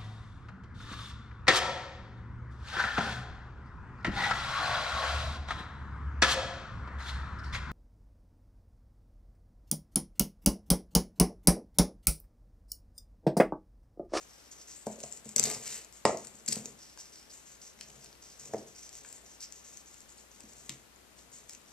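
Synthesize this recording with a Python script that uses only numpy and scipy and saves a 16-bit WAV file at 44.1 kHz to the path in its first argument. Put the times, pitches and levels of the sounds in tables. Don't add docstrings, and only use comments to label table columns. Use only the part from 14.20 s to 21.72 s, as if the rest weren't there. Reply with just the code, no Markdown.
import sys
import numpy as np
from scipy import signal
from scipy.io import wavfile
from scipy.ndimage import uniform_filter1d

SR = 44100
rng = np.random.default_rng(int(sys.argv[2]) if len(sys.argv) > 2 else 0)


def store_pcm(level_fs):
    pcm = np.round(np.clip(level_fs, -1, 1) * 32767).astype(np.int16)
    wavfile.write(sys.argv[1], SR, np.atleast_2d(pcm).T)


def gain_from_db(level_db):
    decades = np.asarray(level_db, float) / 20
    return 10 ** decades


N = 331632
EDGE_HZ = 14330
HALF_LR = np.array([[.5], [-.5]])


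def evened(x):
    return x / np.sqrt(np.mean(x ** 2) + 1e-20)


def read(points, hz):
    f, value = np.transpose(points)
    return np.interp(np.log(hz + 1), np.log(f + 1), value)


def add(mix, start_s, sound):
    part = mix[..., round(start_s * SR):][..., :sound.shape[-1]]
    part += sound[..., :part.shape[-1]]


def resonate(x, hz, width_hz):
    turn = np.exp(2j * np.pi * np.cumsum(hz * np.ones(len(x))) / SR)
    r = np.exp(-np.pi * width_hz / SR)
    return 2 * (turn * signal.lfilter([1 - r], [1, -r], x / turn)).real


def colour(x, points, share):
    hz = abs(np.fft.fftfreq(2048, 1 / SR))
    log_gain = share * read(points, hz) * np.log(10) / 20
    taps = np.fft.ifft(np.exp(np.conj(signal.hilbert(log_gain)))).real[:1024]
    return signal.oaconvolve(x, taps)[:N]


def crackle(count, per_s, spread_db):
    size_db = spread_db * np.minimum(rng.exponential(1, count), 4)
    size = gain_from_db(size_db) * rng.choice([-1., 1.], count)
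    return evened(size * (rng.random(count) < per_s / SR))


def strokes(rows, fall_db_per_s):
    start, rise, hold, db, shade = np.transpose(rows)[:, :, None]
    step_s = .002
    t = np.arange(0, N / SR + step_s, step_s)
    age = t - start
    up = np.clip(age / np.maximum(rise, step_s), 0, 1)
    fall_db = fall_db_per_s * np.maximum(age - rise - hold, 0)
    power = gain_from_db(2 * (db - 13.5 * (1 - up) - fall_db)) * np.minimum(4 * up, 1)
    total = power.sum(0) + 1e-30
    curves = np.sqrt(total), (power * shade).sum(0) / total
    return [np.interp(np.arange(N) / SR, t, v) for v in curves]


def pings(rows):
    out, t = np.zeros(N), np.arange(4000) / SR
    for s, db, hz, t60_s in rows:
        rise_s = min(0.00037, t60_s / 20)
        tone = gain_from_db(db - 60 * t / t60_s) * np.sin(2 * np.pi * hz * t)
        add(out, s, tone * (1 - np.exp(-t / rise_s)))
    return out


# (frequency [Hz], density [dB per Hz])
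HISS = [(25, -18), (63, -6.5), (140, -9.5), (231, -7), (1000, -12.5), (4600, -17.5), (11000, -21.5),
        (14000, -24)]
# (frequency [Hz], left-right [dB])
HISS_LEAN = [(60, 0.5), (180, 4.9), (550, 8.7), (1650, 6.4), (4970, 4.4), (15000, 0.35)]
# (frequency [Hz], likeness [0-1])
HISS_SAME = [(60, 0.1), (240, 0.24), (950, 0.012), (3770, 0.011), (15000, 0.0067)]


def hiss():
    hz = np.fft.rfftfreq(2048, 1 / SR)
    a, b, c, d = rng.standard_normal((N // 512 + 5, len(hz), 4)).T
    same = np.clip(read(HISS_SAME, hz), -1, 1)[:, None]
    left = a + 1j * b
    z = np.array([left, same * left + np.sqrt(1 - same ** 2) * (c + 1j * d)])
    z[:, hz > EDGE_HZ] = 0
    z *= gain_from_db(read(HISS, hz) + HALF_LR * read(HISS_LEAN, hz))[:, :, None]
    noise = evened(signal.istft(z, nperseg=2048, noverlap=1536)[1][:, :N])
    hum_hz = 59.5
    hum = np.sin(2 * np.pi * hum_hz * np.arange(N) / SR)
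    waver = np.array([evened(resonate(v, hum_hz, 7.9)) for v in rng.standard_normal((2, N))])
    return gain_from_db(-60.0) * noise + gain_from_db(-70.5) * hum + gain_from_db(-79.5) * waver


# (frequency [Hz], t60 [s])
TILES = [(150, 0.5), (600, 0.31), (2000, 0.34), (6000, 0.11), (12000, 0.13)]


def bathroom(x):
    taps = np.zeros((2, SR // 2))
    slots = np.arange(160, SR // 2 - 20, 20)
    at = slots + rng.integers(0, 20, (2, len(slots)))
    np.put_along_axis(taps, at, rng.choice([-1., 1.], at.shape), 1)
    bass = signal.lfilter([.15], [1, -.85], taps, axis=1)
    taps = taps - bass + (bass + bass[::-1]) * 0.61
    hz, t, z = signal.stft(taps, SR, nperseg=256)
    decay = gain_from_db(-60 * t / read(TILES, hz)[:, None])
    tail = signal.istft(z * decay, SR, nperseg=256)[1]
    return signal.fftconvolve(x[None], tail / np.linalg.norm(tail[0]), axes=1)[:, :N]


# (frequency [Hz], level [dB], t60 [s])
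COUNTER = [(143.5, -3.5, 0.083), (191, -10, 0.072), (221.8, 2, 0.16), (336, 0.5, 0.054), (406, -4, 0.06),
           (445, -1.5, 0.11), (467.6, 3, 0.079), (532, -6, 0.071), (568, 10.5, 0.035), (650.6, -4, 0.11),
           (722, -11.5, 0.1)]
# (frequency [Hz], level [dB], t60 [s])
BARREL = [(910, -9, 0.12), (965, 4, 0.061), (1046, 2, 0.05), (1150, -1, 0.058), (1233, -9.5, 0.073),
          (1510, -22, 0.04), (1570, -21, 0.06), (1960, -6, 0.034), (2410, -7, 0.03)]


def ring(thud_db, knock_db, octaves, clack_db, damping, luck):
    hz, db, t60_s = np.transpose(COUNTER + BARREL)[:, :, None]
    t = np.arange(9000) / SR
    spot_db = -9 * (np.log2(hz / 128) - octaves) ** 2
    upper_db = np.where(hz < 830, knock_db - 2.0 + spot_db, clack_db - 6.0)
    group_db = thud_db + np.where(hz < 300, 0, upper_db)
    swing = -np.sin(2 * np.pi * (hz * t + .15 * luck[0]))
    level_db = group_db + db + 1.0 + 7.0 * luck[1] - 60 * t * damping / t60_s
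    return (gain_from_db(level_db) * swing).sum(0) * (1 - np.exp(-t / 0.0018))


# (time [s], thud [dB], knock re thud [dB], struck spot [octaves over 128 Hz], damping [x])
KNOCKS = [(.668, -36, 11.5, 3, 1.6), (.779, -58, 9.5, 2.34, 1.2), (.835, -46, 10, 3, 1.18),
          (1.058, -46, -4, 1.2, 1.2), (1.163, -44.5, 1.5, 2.16, 0.76), (1.198, -33, -2.5, 1.5, 2.5),
          (1.224, -56, 5, 1.5, 2), (1.306, -43, -7, 2.5, 3.6), (1.8522, -25, 10, 2.5, 2.1),
          (1.873, -43, 16.5, 1, 2.6), (1.894, -37.5, 17, 2.5, 2.9), (1.906, -39, 12, -3, 2.5),
          (1.946, -45, 14, 2.5, 1.8), (2.143, -55.5, -7.5, 2.1, 1.4), (2.284, -44, -1.5, 1, 0.64),
          (2.323, -43.5, 1, 2.5, 3), (2.368, -32.5, -2, 2.16, 4.3), (2.455, -48.5, -7.5, -2.5, 1.4),
          (4.336, -35, 7.5, 2.5, 2.7), (4.345, -37.5, 8.5, 2.0, 2), (6.239, -47, -9, -0.5, 2.6),
          (6.492, -47.5, -4, 8, 2.1)]
# (time [s], level [dB], damping [x])
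CLACKS = [
    (1.852, -10.5, 2.26),
    (2.774, -47, 2.3),
    (4.849, -57, 1.8),
]


def knocks():
    out = np.zeros(N)
    blows = [(s, db, knock_db, spot, knock_db - 15, damping) for s, db, knock_db, spot, damping in KNOCKS]
    blows += [(s, db - 60, 0, 2, 60, damping) for s, db, damping in CLACKS]
    lucks = rng.random((len(blows), 2, len(COUNTER + BARREL), 1)) - .5
    for (s, *blow), luck in zip(blows, lucks):
        add(out, s, ring(*blow, luck))
    return out


# (start [s], rise [s], hold [s], thud [dB], knock re thud [dB])
ROLLS = [
    (.69, .02, 0.44, -77, 9.5),
    (1.17, 0.091, 0.032, -46.5, 3.5),
    (1.4, 0.019, 0.17, -70, 8.5),
    (1.9, 0.025, 0.38, -71.5, 3.5),
    (2.27, 0.074, 0.12, -57.5, -2),
    (3.56, 0.042, 0.25, -66, -1.5),
    (4.17, 0.15, 0.032, -57, 1),
    (4.6, .1, 0.34, -79.5, 10),
    (6.1, 0.088, 0.37, -72, 3),
    (6.8, 0.18, 0.46, -74, -2),
]


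def rolling():
    thud, knock_db = strokes(ROLLS, fall_db_per_s=114)
    bumps = crackle(N, 500, 2.3)
    low = signal.oaconvolve(bumps, ring(0, -83.0, 2.2, -86, 1.4, [0, 0]))[:N]
    high = signal.oaconvolve(bumps, ring(-90, 80.7, 2.55, 79.9, 2.7, [0, 0]))[:N]
    boom = resonate(resonate(bumps, 120, 48), 120, 48)
    return gain_from_db(-2.0) * thud * (evened(low) + gain_from_db(knock_db) * evened(high) - gain_from_db(-7.5) * evened(boom))


# (time [s], peak [dB],
# pitch [Hz], t60 [s])
PINGS = [(.6685, -34, 610, .04), (.67, -42, 910, .04), (.679, -50, 760, 0.042), (.684, -60, 1150, .03),
         (.75, -48, 470, .08), (.669, -51, 1603, .03), (.689, -49, 595, 0.045), (.701, -41, 645, 0.054),
         (.712, -47, 485, 0.051), (.737, -53, 680, .05), (.784, -46, 556, .05), (.815, -46, 540, 0.044),
         (.836, -37.5, 670, 0.048), (.87, -54, 690, 0.04), (1.8525, -18, 1900, 0.016),
         (1.853, -30, 2160, 0.015), (1.853, -28, 3700, .015), (1.862, -40, 1890, .03),
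         (1.8525, -29, 2860, 0.021), (1.8527, -20, 5170, 0.017), (1.8527, -29, 7200, .04),
         (1.8527, -19.5, 8100, 0.013), (1.8545, -18, 585, 0.046), (1.855, -33, 745, .06),
         (1.872, -30, 1195, .03), (1.881, -44, 860, 0.035), (1.907, -39, 1300, 0.023),
         (1.895, -35, 1900, 0.017), (2.383, -51, 594, 0.037), (2.405, -45, 450, 0.044),
         (2.425, -56, 550, .04), (2.457, -47.5, 413, 0.061), (2.48, -51, 445, 0.054),
         (4.337, -39.5, 1790, 0.012), (4.338, -40, 930, 0.036), (4.338, -50, 2300, 0.012),
         (4.345, -46, 2100, 0.02), (4.367, -49, 560, .04), (4.376, -54, 453, 0.032),
         (4.387, -50, 420, 0.044), (4.425, -52, 446, .04), (4.399, -53, 507, 0.036),
         (5.745, -57, 2810, .02), (6.207, -53, 2600, .015),
         (1.8528, -24, 1020, .03), (1.856, -26, 513, 0.046), (1.865, -36, 900, 0.025),
           (1.871, -32, 550, .04), (1.88, -41, 704, 0.022), (1.905, -30, 617, 0.036),
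           (1.916, -35, 554, 0.042), (1.9475, -30, 640, 0.035), (1.9485, -40, 950, .025),
           (1.952, -35, 470, 0.045), (1.97, -40, 654, 0.06), (2.021, -50, 576, .05),
           (4.3503, -35, 410, .04), (4.386, -42, 320, 0.054), (6.508, -46, 298, 0.031),
           (6.517, -52, 330, .04), (6.526, -56, 280, 0.046), (6.553, -58, 330, 0.045),
           (6.4945, -54, 1500, .012), (2.7745, -50, 1630, .025), (6.494, -46, 133, 0.16),
           (1.301, -33, 2100, .012), (1.2295, -39, 2000, .012)]


def brush():
    sound = knocks() + rolling() - pings(PINGS)
    return signal.sosfilt(signal.butter(3, 100, "high", fs=SR, output="sos"), sound)


# (time [s], peak [dB], pitch [Hz], left-right [dB], ring [dB])
SNAPS = [(0.8027, -40.5, 7550, -8, 12), (0.8307, -42, 6560, 6, 23), (0.836, -38, 7440, -15, 13),
         (0.924, -35, 7230, -2, 31), (1.091, -36, 7700, -1, 19), (1.1621, -23, 7640, 8.5, 8),
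         (1.1665, -36, 7780, 2, 10), (1.181, -24.5, 6300, -2, 13), (1.1955, -21, 7800, 16, 14),
         (1.228, -26, 7600, -8, 15), (1.232, -30, 6150, 9, 6), (1.2387, -18.5, 7650, 8, 30),
         (1.2996, -29.5, 7750, 5, 6), (1.4768, -33.5, 7400, 5, 10), (1.9724, -36, 6500, -2, 38),
         (2.329, -27, 7800, 8, 15), (2.4566, -31.5, 6800, -2, 27), (7.2946, -37, 7240, 2, 0)]
# (time [s], peak [dB], pitch [Hz], length [ms], ring [dB])
CRACKS = [(1.2537, -27, 4800, 1.3, 14), (1.27, -34, 4500, 1.4, 6), (1.313, -29, 5270, 1.6, 6),
          (1.348, -32.5, 5240, 0.8, 6), (1.852, -17, 1980, 1.4, 5), (2.262, -41, 7360, 1.7, 21),
          (2.2792, -30, 4550, 1.9, 14), (2.2853, -26, 7530, 2.4, 21), (2.323, -26, 6540, 1.9, 13),
          (2.3575, -35, 4640, 2.0, 7), (2.775, -45, 5460, 0.59, 10), (2.856, -48, 5600, 0.94, 6),
          (3.611, -43, 3920, 1.6, -5), (4.848, -42, 1650, 2.2, 26), (6.4943, -26, 3800, 0.78, 13)]
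# (time [s], peak [dB], pitch [Hz])
TICKS = [(0.3272, -49, 6500), (0.484, -49, 7650), (0.6682, -38, 8000), (0.713, -48, 7560),
         (0.9127, -48, 7500), (1.055, -49, 7560), (1.1156, -47, 7700), (1.647, -44, 7250),
         (1.7255, -49, 7400), (2.049, -41, 7970), (2.0704, -38.5, 7350), (3.845, -41, 8150),
         (4.2562, -45, 7450), (4.336, -45, 6900), (4.3827, -45, 5130), (4.6918, -42.5, 7170),
         (4.729, -44, 6700), (4.753, -41, 7500), (4.778, -44, 6400), (4.927, -38.5, 7800),
         (4.9696, -60, 7150), (5.206, -40.5, 4830), (5.3235, -39, 6760), (5.487, -52, 7360),
         (5.572, -39, 6300), (5.7424, -48.5, 7100), (5.8048, -45.5, 7800), (6.205, -43, 7940),
         (7.3335, -41.5, 6300), (7.3494, -43, 6300)]
# (time [s], peak [dB], pitch [Hz])
FLICKS = [
    (2.0476, -41, 1570),
    (3.59, -48, 2070),
    (3.61, -36.5, 2540),
    (3.702, -44.5, 3000),
    (3.8595, -48, 2800),
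    (3.928, -50, 4170),
    (3.952, -53, 2480),
    (6.503, -41, 2590),
    (6.991, -48, 4100),
]


def snaps():
    out, t_ms = np.zeros((2, N)), np.arange(600) * 1000 / SR
    lean_db = 3.5
    rows = [(*snap, 1.23, ring_db) for *snap, ring_db in SNAPS]
    rows += [(s, db, hz, lean_db, ms, ring_db) for s, db, hz, ms, ring_db in CRACKS]
    rows += [(*tick, lean_db, 0.82, 13.5) for tick in TICKS + FLICKS]
    slips = rng.standard_normal((len(rows), len(t_ms), 2)).prod(2)
    for (s, db, hz, lean, ms, ring_db), slip in zip(rows, slips):
        lengths = t_ms / max(ms, .15)
        volley = slip * (1 - np.exp(-lengths / 0.15)) * np.exp(-lengths)
        band_hz = [0.18 * hz, min(5.6 * hz, 12500)]
        volley = signal.lfilter(*signal.butter(1, band_hz, "band", fs=SR), volley)
        volley = signal.lfilter(*signal.butter(2, min(3.3 * hz, .45 * SR), fs=SR), volley)
        sound = volley + gain_from_db(ring_db) * resonate(volley, hz, 0.035 * hz + 500)
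        sound *= gain_from_db(db + 2.0) / abs(sound).max()
        add(out, s, sound * gain_from_db(HALF_LR * (lean + 2.5)))
    return out


# (time [s], peak [dB], pitch [Hz])
PRICKS = [(1.1607, -30, 7760), (1.1622, -13, 7800), (1.1626, -22, 5900), (1.1813, -18, 6200),
          (1.1956, -17, 7700), (1.1962, -23, 6300), (1.1815, -25, 7900), (1.2385, -26, 7800),
          (1.2545, -32, 7600), (1.2615, -34, 6240), (1.279, -35, 7900), (1.4537, -40, 7780),
          (1.802, -53, 7350), (2.198, -48, 6000), (2.261, -34, 7500), (2.2795, -24, 7800),
          (2.2868, -25, 4600), (2.327, -22, 7670), (2.327, -24, 5200), (2.3278, -26, 8100),
          (2.3236, -29, 4500), (2.329, -33, 5450), (2.2845, -24, 6900), (2.277, -41, 5540),
          (2.2797, -29.5, 4500), (2.28, -28, 10600), (2.3595, -35, 4500), (2.3572, -28, 8100),
          (3.1134, -45, 6260), (3.2711, -54, 5950), (3.4167, -46, 4780), (3.7036, -47, 6980),
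          (3.928, -51, 5900), (4.1775, -49, 7270), (4.4748, -51, 6290), (4.5507, -48, 5170),
          (4.8475, -49, 7280), (5.0475, -50, 7160), (5.1044, -51, 7330), (5.6592, -50, 6280),
          (5.8936, -53, 5000), (5.902, -54, 7660), (5.923, -48, 6800), (5.9809, -45, 8600),
          (5.985, -48, 4500), (6.1156, -47, 6200), (6.1625, -55, 6220), (6.2538, -50, 5770),
          (6.2907, -52, 5500), (6.302, -53, 6500), (6.761, -49, 6790), (6.9891, -53, 6440),
          (7.1358, -48, 7230), (7.308, -42, 7200), (7.308, -42, 5330), (7.3505, -45, 2700),
          (7.2964, -52, 2500), (6.494, -31, 6550), (6.503, -41, 7100), (6.508, -47, 6200),
          (0.443, -52, 7600), (0.803, -45, 7700), (4.7288, -48, 6700), (0.759, -44, 6500),
          (0.808, -46, 7750), (0.866, -49, 7600), (0.897, -50, 7700), (1.3015, -32, 6500),
          (1.3155, -35, 7900)]


def pricks():
    return pings([(*prick, 0.0041) for prick in PRICKS])


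# (frequency [Hz], width [Hz])
FOLDS = [
    (7800, 2000),
    (6300, 3100),
    (2550, 4600),
]


def tissue(effort, crease_hz, width_hz, sheet_db, per_s, spread_db, ring_db, clump_db):
    count = len(effort)
    clumps = evened(uniform_filter1d(uniform_filter1d(rng.standard_normal(count), 200), 200))
    ticks = [crackle(count, per_s, spread_db) * gain_from_db(clump_db * clumps) for _ in FOLDS]
    folds = [FOLDS[0], (crease_hz, width_hz), FOLDS[2]]
    rung = [evened(resonate(resonate(v, *fold), *fold)) for v, fold in zip(ticks, folds)]
    fibre, crease, sheet = rung
    sound = ticks[0] + gain_from_db(ring_db) * (gain_from_db(-5.5) * fibre + crease)
    return effort * (sound + gain_from_db(sheet_db + 13.0) * sheet)


# (start [s], hold [s], effort [dB],
# crease pitch [Hz])
NIBBLES = [(0, 0.0036, -54.5, 6460), (0.083, 0.045, -65, 5650), (0.14, 0.12, -67.5, 5460),
           (0.304, .02, -56.5, 6400), (0.372, 0.041, -57.5, 5700), (0.468, 0.049, -52.5, 6300),
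           (0.551, 0.036, -53.5, 7860), (0.652, 0.064, -54.5, 7100), (0.784, 0.087, -52, 7170),
           (0.91, 0.049, -52.5, 7300), (1.041, 0.063, -54.5, 7260), (1.723, 0.037, -56.5, 7000),
           (1.967, 0.051, -55.5, 6670), (2.038, 0.028, -52, 7500), (2.132, 0.041, -59, 7300),
           (2.431, 0.039, -53, 6960), (2.576, 0.12, -60, 5500), (2.779, 0.016, -48.5, 5800),
           (2.84, 0.0085, -58.5, 5870), (2.917, 0.079, -57.5, 5350), (3.095, 0.01, -55, 5000),
           (3.116, 0.019, -55, 7400), (3.166, 0.041, -61, 6900), (3.253, 0.065, -57.5, 6600),
           (3.406, 0.059, -57, 6100), (3.584, 0.055, -58.5, 5600), (3.66, 0.13, -64.5, 6700),
         (3.8, 0.054, -60, 5700), (4.016, 0.11, -58, 5620), (4.185, 0.066, -52.5, 6400),
         (4.315, 0.071, -58.5, 6160), (4.46, 0.027, -59.5, 6400), (4.549, 0.12, -56, 5970),
         (4.724, 0.051, -52.5, 6160), (4.83, 0.14, -56.5, 7300), (5.05, 0.091, -61, 6130),
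         (5.197, 0.032, -50, 5560), (5.31, 0.077, -59, 6400), (5.437, 0.14, -56, 6600),
         (5.658, 0.15, -61, 6600), (5.882, 0.019, -61, 7000), (5.96, 0.038, -61, 6800),
         (6.104, 0.14, -66.5, 6500), (6.282, 0.17, -59.5, 6770), (6.482, 0.047, -56, 6730),
         (6.963, 0.022, -62, 6560), (7.116, 0.042, -53.5, 6870), (7.277, 0.048, -58, 6860),
         (7.449, .07, -69, 6100)]


def biting():
    rise_s, resting_db = 0.011, -73.5
    bites = [(s, rise_s, *rest) for s, *rest in NIBBLES]
    effort, crease_hz = strokes(bites, fall_db_per_s=236)
    return gain_from_db(-2.2) * tissue(effort + gain_from_db(resting_db), crease_hz, width_hz=2100, sheet_db=-18,
                              per_s=5500, spread_db=2.1, ring_db=5.2, clump_db=2.3)


# (start [s], rise [s], hold [s], effort [dB], sheet re effort [dB])
DRAGS = [
    (1.157, 0.0043, .05, -45, -11.5),
    (1.222, 0.016, 0.04, -34.5, -21),
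    (1.195, .003, .008, -45, -17),
    (1.29, 0.016, 0.037, -40, -20),
    (1.38, 0.09, 0.09, -40.5, -17),
    (1.853, .004, 0.0055, -29, -18),
    (2.277, 0.0021, 0.061, -38.5, -47),
    (2.36, .01, 0.044, -56, -33),
]


def tearing():
    effort, sheet_db = (v[:3 * SR] for v in strokes(DRAGS, fall_db_per_s=183))
    torn = tissue(effort, 7050, FOLDS[1][1], sheet_db, per_s=1100, spread_db=1.6, ring_db=-0.58, clump_db=1.5)
    squashed = 1.7 * effort * np.tanh(torn / (1.8 * effort + 1e-9))
    squashed = signal.sosfilt(signal.butter(6, 9700, fs=SR, output="sos"), squashed)
    slam_s = (1.75, 2.2)
    t = np.arange(len(torn)) / SR
    slam = abs(t - np.mean(slam_s)) < np.ptp(slam_s) / 2
    return np.where(slam, squashed, torn)


def rustle():
    out = biting()
    add(out, 0, tearing())
    return out


# (frequency [Hz], density [dB per Hz])
PAPER = [(590, -36), (1050, -14.5), (2120, -4.5), (3480, -8), (4640, 1), (6100, 3), (7710, -0.5),
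         (9940, -12.5), (14000, -23)]
# (frequency [Hz], left-right [dB])
SHADE = [(1000, 0.5), (3000, -6), (5000, -1.5), (6200, -0.5), (7700, 8.5), (10000, 15), (15000, 10.5)]


def camera_ports(bright):
    bright = [side + gain_from_db(-12.5) * resonate(side, 7380, 807) for side in bright]
    bright = np.array([colour(side, PAPER[:-1], 0.8) for side in bright])
    ports = np.array([colour(bright[0], SHADE, 0.42), colour(bright[1], SHADE, -0.63)])
    return bright, ports


def scene():
    bright = gain_from_db(-5.5) * rustle() + gain_from_db(4.5) * snaps() + gain_from_db(7.0) * pricks()
    bright, ports = camera_ports(bright)
    wood = brush()
    room = bathroom(gain_from_db(-7.0) * bright.mean(0) + gain_from_db(-9.5) * wood)
    return ports + wood + room + hiss()


def roll_off(x):
    return signal.sosfilt(signal.butter(12, 16470, fs=SR, output="sos"), x)


def record(dry):
    dry = 0.76 * np.tanh(dry / 0.7)
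    edge = signal.firwin(401, EDGE_HZ, window=("kaiser", 8), fs=SR)
    below = signal.oaconvolve(dry, edge[None], "same")
    above = signal.sosfilt(signal.butter(10, 15700, fs=SR, output="sos"), dry - below)
    power = above ** 2
    sudden = uniform_filter1d(power, size=128) / (uniform_filter1d(power, size=2048) + 1e-14)
    gate = uniform_filter1d(np.clip(sudden - 4, 0, 1), size=128)
    heard = below + (gain_from_db(-45) + gain_from_db(-8) * gate) * above
    return roll_off(heard)


dry = scene()
out = record(dry)
store_pcm(out)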